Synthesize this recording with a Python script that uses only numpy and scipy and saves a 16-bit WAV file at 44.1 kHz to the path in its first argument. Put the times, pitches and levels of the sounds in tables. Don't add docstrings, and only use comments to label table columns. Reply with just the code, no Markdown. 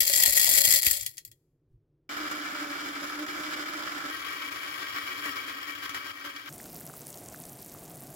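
import sys
import numpy as np
from scipy import signal
from scipy.fft import rfft, irfft, next_fast_len
from scipy.io import wavfile
from scipy.ndimage import uniform_filter1d

SR = 44100
rng = np.random.default_rng(int(sys.argv[2]) if len(sys.argv) > 2 else 0)


def file_out(sig):
    cols = np.atleast_2d(sig).T
    lim = np.clip(cols, -1, 1)
    pcm = np.round(lim * 32767).astype(np.int16)
    wavfile.write(sys.argv[1], SR, pcm)


N = 359415
T = np.arange(N) / SR

CUTS = [2.092, 4.105, 6.493]


def amp(db):
    return 10 ** (np.asarray(db) / 20)


def unit(x):
    return x / np.sqrt(np.mean(x ** 2) + 1e-20)


def levelled(x):
    return x / np.sqrt(np.mean(x.mean(0) ** 2) + 1e-20)


def curve(rows, axis=1):
    rows = np.array(rows)
    return np.interp(T, rows[:, 0], rows[:, axis])


def read(points, hz):
    f, value = np.transpose(points)
    return np.interp(np.log(hz + 1), np.log(f + 1), value)


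def add(mix, s, sound):
    part = mix[..., max(round(s * SR), 0):][..., :sound.shape[-1]]
    part += sound[..., :part.shape[-1]]


def shot(start, end):
    inside = (T >= start) & (T < end)
    return uniform_filter1d(inside * 1., size=100)


def wander(hz):
    f = np.arange(0, 3 * hz, SR / N)
    spectrum = rng.standard_normal((len(f), 2)) @ [1, 1j] * np.exp(-(f / hz) ** 2)
    return unit(irfft(spectrum, next_fast_len(N, True))[:N])


def clicks(per_s, spread_db):
    size = amp(spread_db * np.minimum(rng.exponential(1, N), 4))
    return size * rng.choice([-1, 1], N) * (rng.random(N) < per_s / SR)


def ping(hz, cycles, size=3000):
    age = np.arange(size) / SR * hz
    ring = np.sin(2 * np.pi * age) * age * np.exp(-age / cycles)
    return ring / abs(ring).max()


def body(spectrum, modes=(), pan=((1, 0), (2, 0)), detune=0, lag_s=0, size=8192):
    hz = np.fft.rfftfreq(size, 1 / SR)
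    lift = 0
    for f, width, db in modes:
        f = f * (1 + detune * rng.standard_normal())
        lift = lift + (amp(db) ** 2 - 1) / (1 + (2 * (hz - f) / width) ** 2) ** 1.5
    db = read(spectrum, hz) + read(pan, hz) * np.array([[.5], [-.5]])
    cepstrum = irfft(np.log(amp(db) * np.sqrt(np.maximum(1 + lift, .1))))
    cepstrum[:, 1:size // 2] *= 2
    cepstrum[:, size // 2 + 1:] = 0
    delay = np.maximum([[-lag_s], [lag_s]], 0)
    return irfft(np.exp(rfft(cepstrum) - 2j * np.pi * hz * delay))[:, :size // 2]


def through(x, response):
    return signal.oaconvolve(np.atleast_2d(x), response, axes=1)[:, :x.shape[-1]]


def knock(crack_s, ring_s, ring_db, near_db, tint_db=0, size=5000, count=14):
    # (frequency [Hz], likeness [0 to 1])
    likeness = [(350, 0.85), (1200, 0.32), (8000, .15)]
    t, hz = np.arange(size) / SR, np.fft.rfftfreq(size, 1 / SR)
    crack = np.exp(-t / crack_s) * amp([[near_db / 2], [-near_db / 2]])
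    scatter = amp(ring_db) * np.exp(-t / ring_s)
    steps = rng.uniform(-1.03, 1, count)
    tint = unit(amp(tint_db * np.interp(np.sqrt(hz / hz[-1]), np.linspace(0, 1, count), steps)))
    alike = np.clip(read(likeness, hz), -1, 1)
    shares = np.sqrt([(1 + alike) / 2, (1 - alike) / 2])
    mid, side = rfft(rng.standard_normal((2, size))) * tint * shares
    return irfft(np.array([mid + side, mid - side]), size) * (crack + scatter)


def strikes(rows, spot, **contact):
    out = np.zeros((2, N))
    for s, db in rows:
        hit = through(knock(**contact), spot())
        add(out, s, amp(db) * hit / abs(hit.mean(0)).max())
    return out


def shower(spot, per_s, spread_db, count=12, **contact):
    roam_db, roam_hz = 2, 15
    total = np.zeros((2, N))
    for _ in range(count):
        train = clicks(per_s / count, spread_db) * amp(roam_db * wander(roam_hz))
        total += through(train, through(knock(**contact), spot()))
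    return levelled(total)


def room(x, t60):
    t = np.arange(SR // 2) / SR
    tail = rng.standard_normal((2, len(t))) * np.exp(-np.log(1000) * t / t60)
    return through(x, tail / np.linalg.norm(tail[0]))


def kitchen():
    # (frequency [Hz], level [dB])
    air_colour = [(18, -29.5), (35, -13.5), (81, -22), (151, -6.5), (185, -35.5), (344, -17), (714, -42.5),
                  (6000, -64), (13200, -120)]
    # (time [s], half length to 1/e [s], level [dB])
    soft_bumps = [(1.024, 0.077, -57), (1.293, 0.049, -65), (1.732, 0.047, -59)]
    air_db = -71
    air = levelled(through(rng.standard_normal(N), body(air_colour)))
    swell = sum(amp(db) * np.exp(-((T - s) / width) ** 2) for s, width, db in soft_bumps)
    rumble_colour = [(40, -4.5), (120, 3.5), (220, -31.5), (900, -58)]  # (frequency [Hz], level [dB])
    rumble = levelled(through(rng.standard_normal(N), body(rumble_colour)))
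    return amp(air_db) * air + swell * rumble


def pour():
    peak_s, peak_db, swell_s, ebb_s, flatness = 0.66, -21.5, 0.66, 0.24, 2.13
    width = np.where(T < peak_s, swell_s, ebb_s)
    return amp(peak_db) * np.exp(-abs((T - peak_s) / width) ** flatness)


def beans():
    # (time [s], peak level [dB])
    lone_beans = [(0.0054, -7.5), (0.0662, -18), (0.0787, -11), (0.0977, -10.5), (0.1371, -8), (0.161, -24),
                  (0.1825, -10.5), (0.2254, -12), (0.2359, -9), (0.2598, -8), (0.2962, -14.5),
                  (0.3277, -22), (0.3745, -8.5), (0.4179, -13.5), (0.5322, -16), (0.5781, -7.5),
                  (0.6779, -12.5), (0.7243, -7.5), (0.7597, -10), (0.8215, -13), (0.8654, -5),
                  (0.9108, -7.5), (0.9303, -14.5), (0.9702, -20), (1.0101, -21), (1.063, -17),
                  (1.1704, -32), (1.1802, -26.5), (1.2501, -31.5), (1.277, -42), (1.3149, -40)]
    # (time [s], peak level [dB])
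    hopper_thumps = [(.005, -40), (.16, -42), (.275, -36.5), (.535, -37.5), (.675, -37), (.735, -42),
                     (.865, -36.5), (.912, -42.5)]
    # (frequency [Hz], level [dB])
    thump_colour = [(20, -21.5), (60, 4), (140, -10), (300, -11.5), (1200, -43)]
    # (time [s], level of each tone [dB])
    wall_knocks = [(.197, -46.5), (.246, -45.5), (.471, -42.5)]
    wall_hz = [695, 937]
    # (frequency [Hz], level [dB])
    hopper_colour = [(100, -18.5), (450, -24), (750, -14.5), (1100, -22.5), (1600, -12), (2200, -2),
                     (3000, -6.5), (3900, -4), (4700, 1.5), (5900, -3), (7600, 5.5), (8700, -4.5),
                     (11700, 2.5), (15500, -3.5)]
    # (frequency [Hz], width [Hz], lift [dB])
    hopper_modes = [(363, 39, 10), (573, 19, 17.5), (1923, 85, 14.5), (3306, 48, 13.2), (3990, 130, -13),
                    (4207, 34, 13), (4740, 120, 5.2)]
    # (frequency [Hz], left minus right [dB])
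    hopper_pan = [(250, 7), (1300, 0.5), (2500, 2.5), (6500, 1), (10000, 6.5)]
    wall_cycles = 6.1
    pile_full_s, pile_hz = 1.3, 2620
    clump_db, clump_hz = 1.07, 60

    def hopper():
        return body(hopper_colour, hopper_modes, hopper_pan, detune=.011, lag_s=.00022)

    hits = strikes(lone_beans, hopper, crack_s=.0023, ring_s=0.014, ring_db=-4.5, near_db=4, tint_db=7)
    on_pile = np.minimum(T / pile_full_s, 1) ** 2
    without_lows = signal.lfilter(*signal.butter(1, pile_hz, "high", fs=SR), hits)
    hits += on_pile * (without_lows - hits)
    contacts = shower(hopper, per_s=400, spread_db=1.0, crack_s=.0016, ring_s=0.009, ring_db=-7,
                      near_db=5.5, tint_db=4.5)
    stream = pour() * amp(clump_db * wander(clump_hz)) * contacts
    thumps = strikes(hopper_thumps, lambda: body(thump_colour), crack_s=.0098, ring_s=0.029,
                     ring_db=-24.0, near_db=21)
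    rattle = hits + stream
    for s, db in wall_knocks:
        add(rattle, s, amp(db) * sum(ping(hz, wall_cycles) for hz in wall_hz))
    return rattle + amp(-32.5) * room(rattle, t60=0.87) + thumps


def supply():
    runs_low_s, dwindle_s, empty_db = 5.464, 0.49, -9.5
    return empty_db * (1 - np.exp(-np.maximum(T - runs_low_s, 0) / dwindle_s))


def bites(axis):
    # (start [s], length [s], growl level [dB], crunch level [dB])
    seized_beans = [(2.16, 0.11, -42, -44), (2.313, 0.098, -43.5, -44.5), (2.526, 0.21, -39, -57),
                    (3.012, 0.034, -38, -54), (3.182, 0.066, -37, -54), (3.344, 0.3, -42, -46),
                    (3.714, 0.16, -45.5, -67), (4.03, 0.062, -41, -45), (4.876, 0.117, -62, -42.5),
                    (5.226, 0.074, -46, -41), (5.669, 0.04, -59, -39.5), (5.818, 0.045, -69, -38.5),
                    (5.937, 0.044, -60, -40.5), (6, 0.11, -57, -43), (6.238, 0.06, -49, -40.5),
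                    (6.45, 0.056, -56, -44.5)]
    attack_s, release_s = 0.0094, 0.0099
    out = np.zeros(N)
    for row in seized_beans:
        start, length = row[:2]
        t = np.arange(0, length + 8 * release_s, 1 / SR)
        grip = np.minimum(t / attack_s, 1) * np.exp(-np.maximum(t - length, 0) / release_s)
        add(out, start, amp(row[axis]) * grip)
    return out


def growl():
    # (time [s], cutting rate [Hz])
    motor_speed = [(2.09, 303.6), (2.58, 292.5), (3.04, 284.9), (3.24, 304.6), (6.49, 287)]
    ragged_share = 0.62
    chute_db, jug_db, follows_supply = -45.5, -50.5, 0.67
    turns = np.cumsum(curve(motor_speed) * (1 + 0.0148 * wander(49.3))) / SR
    phase = 2 * np.pi * turns
    at_chute = T < CUTS[1]
    fed = ragged_share * amp(np.where(at_chute, chute_db, jug_db) + follows_supply * supply())
    steady = np.hypot(fed, bites(axis=2))
    ragged = fed * (wander(32) * np.cos(phase) + wander(23.0) * np.sin(phase))
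    first = steady * (1 + 0.19 * wander(33)) * np.cos(phase) + ragged
    second = steady * np.cos(2 * phase)
    overtone = np.where(at_chute, amp([[-22], [-6]]), amp([[-7], [-10]]))
    return first + overtone * second


def grinder():
    # (time [s], peak level [dB])
    bean_cracks = [(2.3129, -28), (2.7898, -37), (3.2642, -30), (3.4338, -34), (3.5341, -30), (3.8344, -31),
                   (5.2572, -28), (5.4947, -32), (5.7511, -33), (5.893, -29), (5.9461, -29),
                   (6.3622, -32.5)]
    # (frequency [Hz], level [dB])
    chute_colour = [(30, -25), (130, -19.5), (350, -5.5), (480, -12.5), (920, -9.5), (1250, 4.5), (1650, 1),
                    (2650, -13.5), (3300, -6), (3800, -11.5), (5200, -13), (8500, -25.5), (11000, -22.5)]
    jug_colour = [(30, -31), (100, -12), (200, -18), (350, -7), (480, -13.5), (920, -11.5), (1120, 2.5),
                  (1500, -2), (2450, -3.5), (2700, -12), (3300, -8.5), (4000, -13), (5100, -10.5),
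                  (8700, -28.5), (11000, -20.5)]
    # (frequency [Hz], width [Hz], lift [dB])
    chute_modes = [(2303, 57, 10.8), (2890, 43, 10.4), (5080, 150, 7), (7290, 550, 8.9)]
    jug_modes = [(1293, 45, 7.3), (1580, 54, 9), (1880, 20, 12.5), (2281, 37, 12.6), (2930, 125, 7.9),
                 (3287, 90, 8.6), (7270, 520, 9.2), (10450, 120, 6.5)]
    # (frequency [Hz], left minus right [dB])
    chute_pan = [(200, -1.5), (700, -8.5), (2000, 2), (7200, -2.5), (8500, 0.5)]
    jug_pan = [(1500, 1.5), (3200, 9.9), (4400, 0.89), (8500, 6.4)]
    crunch_db, surge_db, surge_hz = -39, 0.14, 29

    def chute():
        return body(chute_colour, chute_modes, chute_pan, detune=0.01, lag_s=-0.000356)

    def jug():
        return body(jug_colour, jug_modes, jug_pan, detune=0.004, lag_s=0.000451)

    feed = np.hypot(amp(crunch_db + supply()), bites(axis=3)) * amp(surge_db * wander(surge_hz))
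    out = growl() * shot(CUTS[0], CUTS[2])
    for housing, start, end in zip([chute, jug], CUTS, CUTS[1:]):
        crunch = feed * shower(housing, per_s=950, spread_db=1.0, crack_s=0.00056, ring_s=0.012,
                               ring_db=1.5, near_db=5.5, tint_db=5.5)
        cracks = strikes(bean_cracks, housing, crack_s=.003, ring_s=.019, ring_db=2, near_db=-2, tint_db=5)
        out += (crunch + cracks) * shot(start, end)
    return out


def kettle(count=30):
    # (frequency [Hz], level [dB])
    simmer_colour = [(18, -54), (30, -12), (87, -10), (146, 4), (198, -5), (309, -2.5), (540, -10),
                     (694, -4), (841, -13.5), (6600, -40)]
    # (frequency [Hz], level [dB])
    fizz_colour = [(500, -40), (2000, 0), (4500, -4.5), (7500, -1.5)]
    # (time [s], peak level [dB], pitch [Hz])
    loud_bubbles = [(6.601, -35.5, 1880), (6.658, -41.5, 1430), (6.8116, -44, 1600), (6.866, -22.5, 11500),
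                    (6.898, -38.5, 1370), (6.938, -38.5, 1220), (7.069, -23.5, 9750), (7.104, -26, 8800),
                    (7.287, -27.5, 7400), (7.345, -35.5, 1540), (7.402, -23.5, 11400), (7.748, -42, 1150)]
    simmer_db = -49.5
    fizz_db, fizz_fall_db_per_s = -47.5, 1.7
    swarm = np.zeros(N)
    for hz in np.geomspace(4500, 16000, count):
        snaps = clicks(per_s=42 * hz / 8000, spread_db=4.6)
        bubble = ping(hz, rng.uniform(0.4, 0.9), size=200)
        swarm += signal.oaconvolve(snaps, bubble)[:N] * np.sqrt(hz)
    hiss = 0.42 * rng.standard_normal(N)
    fizz = levelled(through(unit(swarm) + hiss, body(fizz_colour)))
    simmer = levelled(through(rng.standard_normal(N), body(simmer_colour)))
    simmer = simmer * amp(1.4 * wander(28))
    out = amp(fizz_db - fizz_fall_db_per_s * (T - CUTS[2])) * fizz + amp(simmer_db) * simmer
    for s, db, hz in loud_bubbles:
        add(out, s, amp(db) * ping(hz, cycles=0.78))
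    return out


def scene():
    hopper_shot = (beans() + kitchen()) * shot(0, CUTS[0])
    return hopper_shot + grinder() + kettle() * shot(CUTS[2], np.inf)


def record(dry):
    edge_hz = 15900
    lowpass = signal.firwin(511, edge_hz, window=("kaiser", 8), fs=SR)
    return signal.oaconvolve(dry, lowpass[None], "same")


dry = scene()
out = record(dry)
file_out(out)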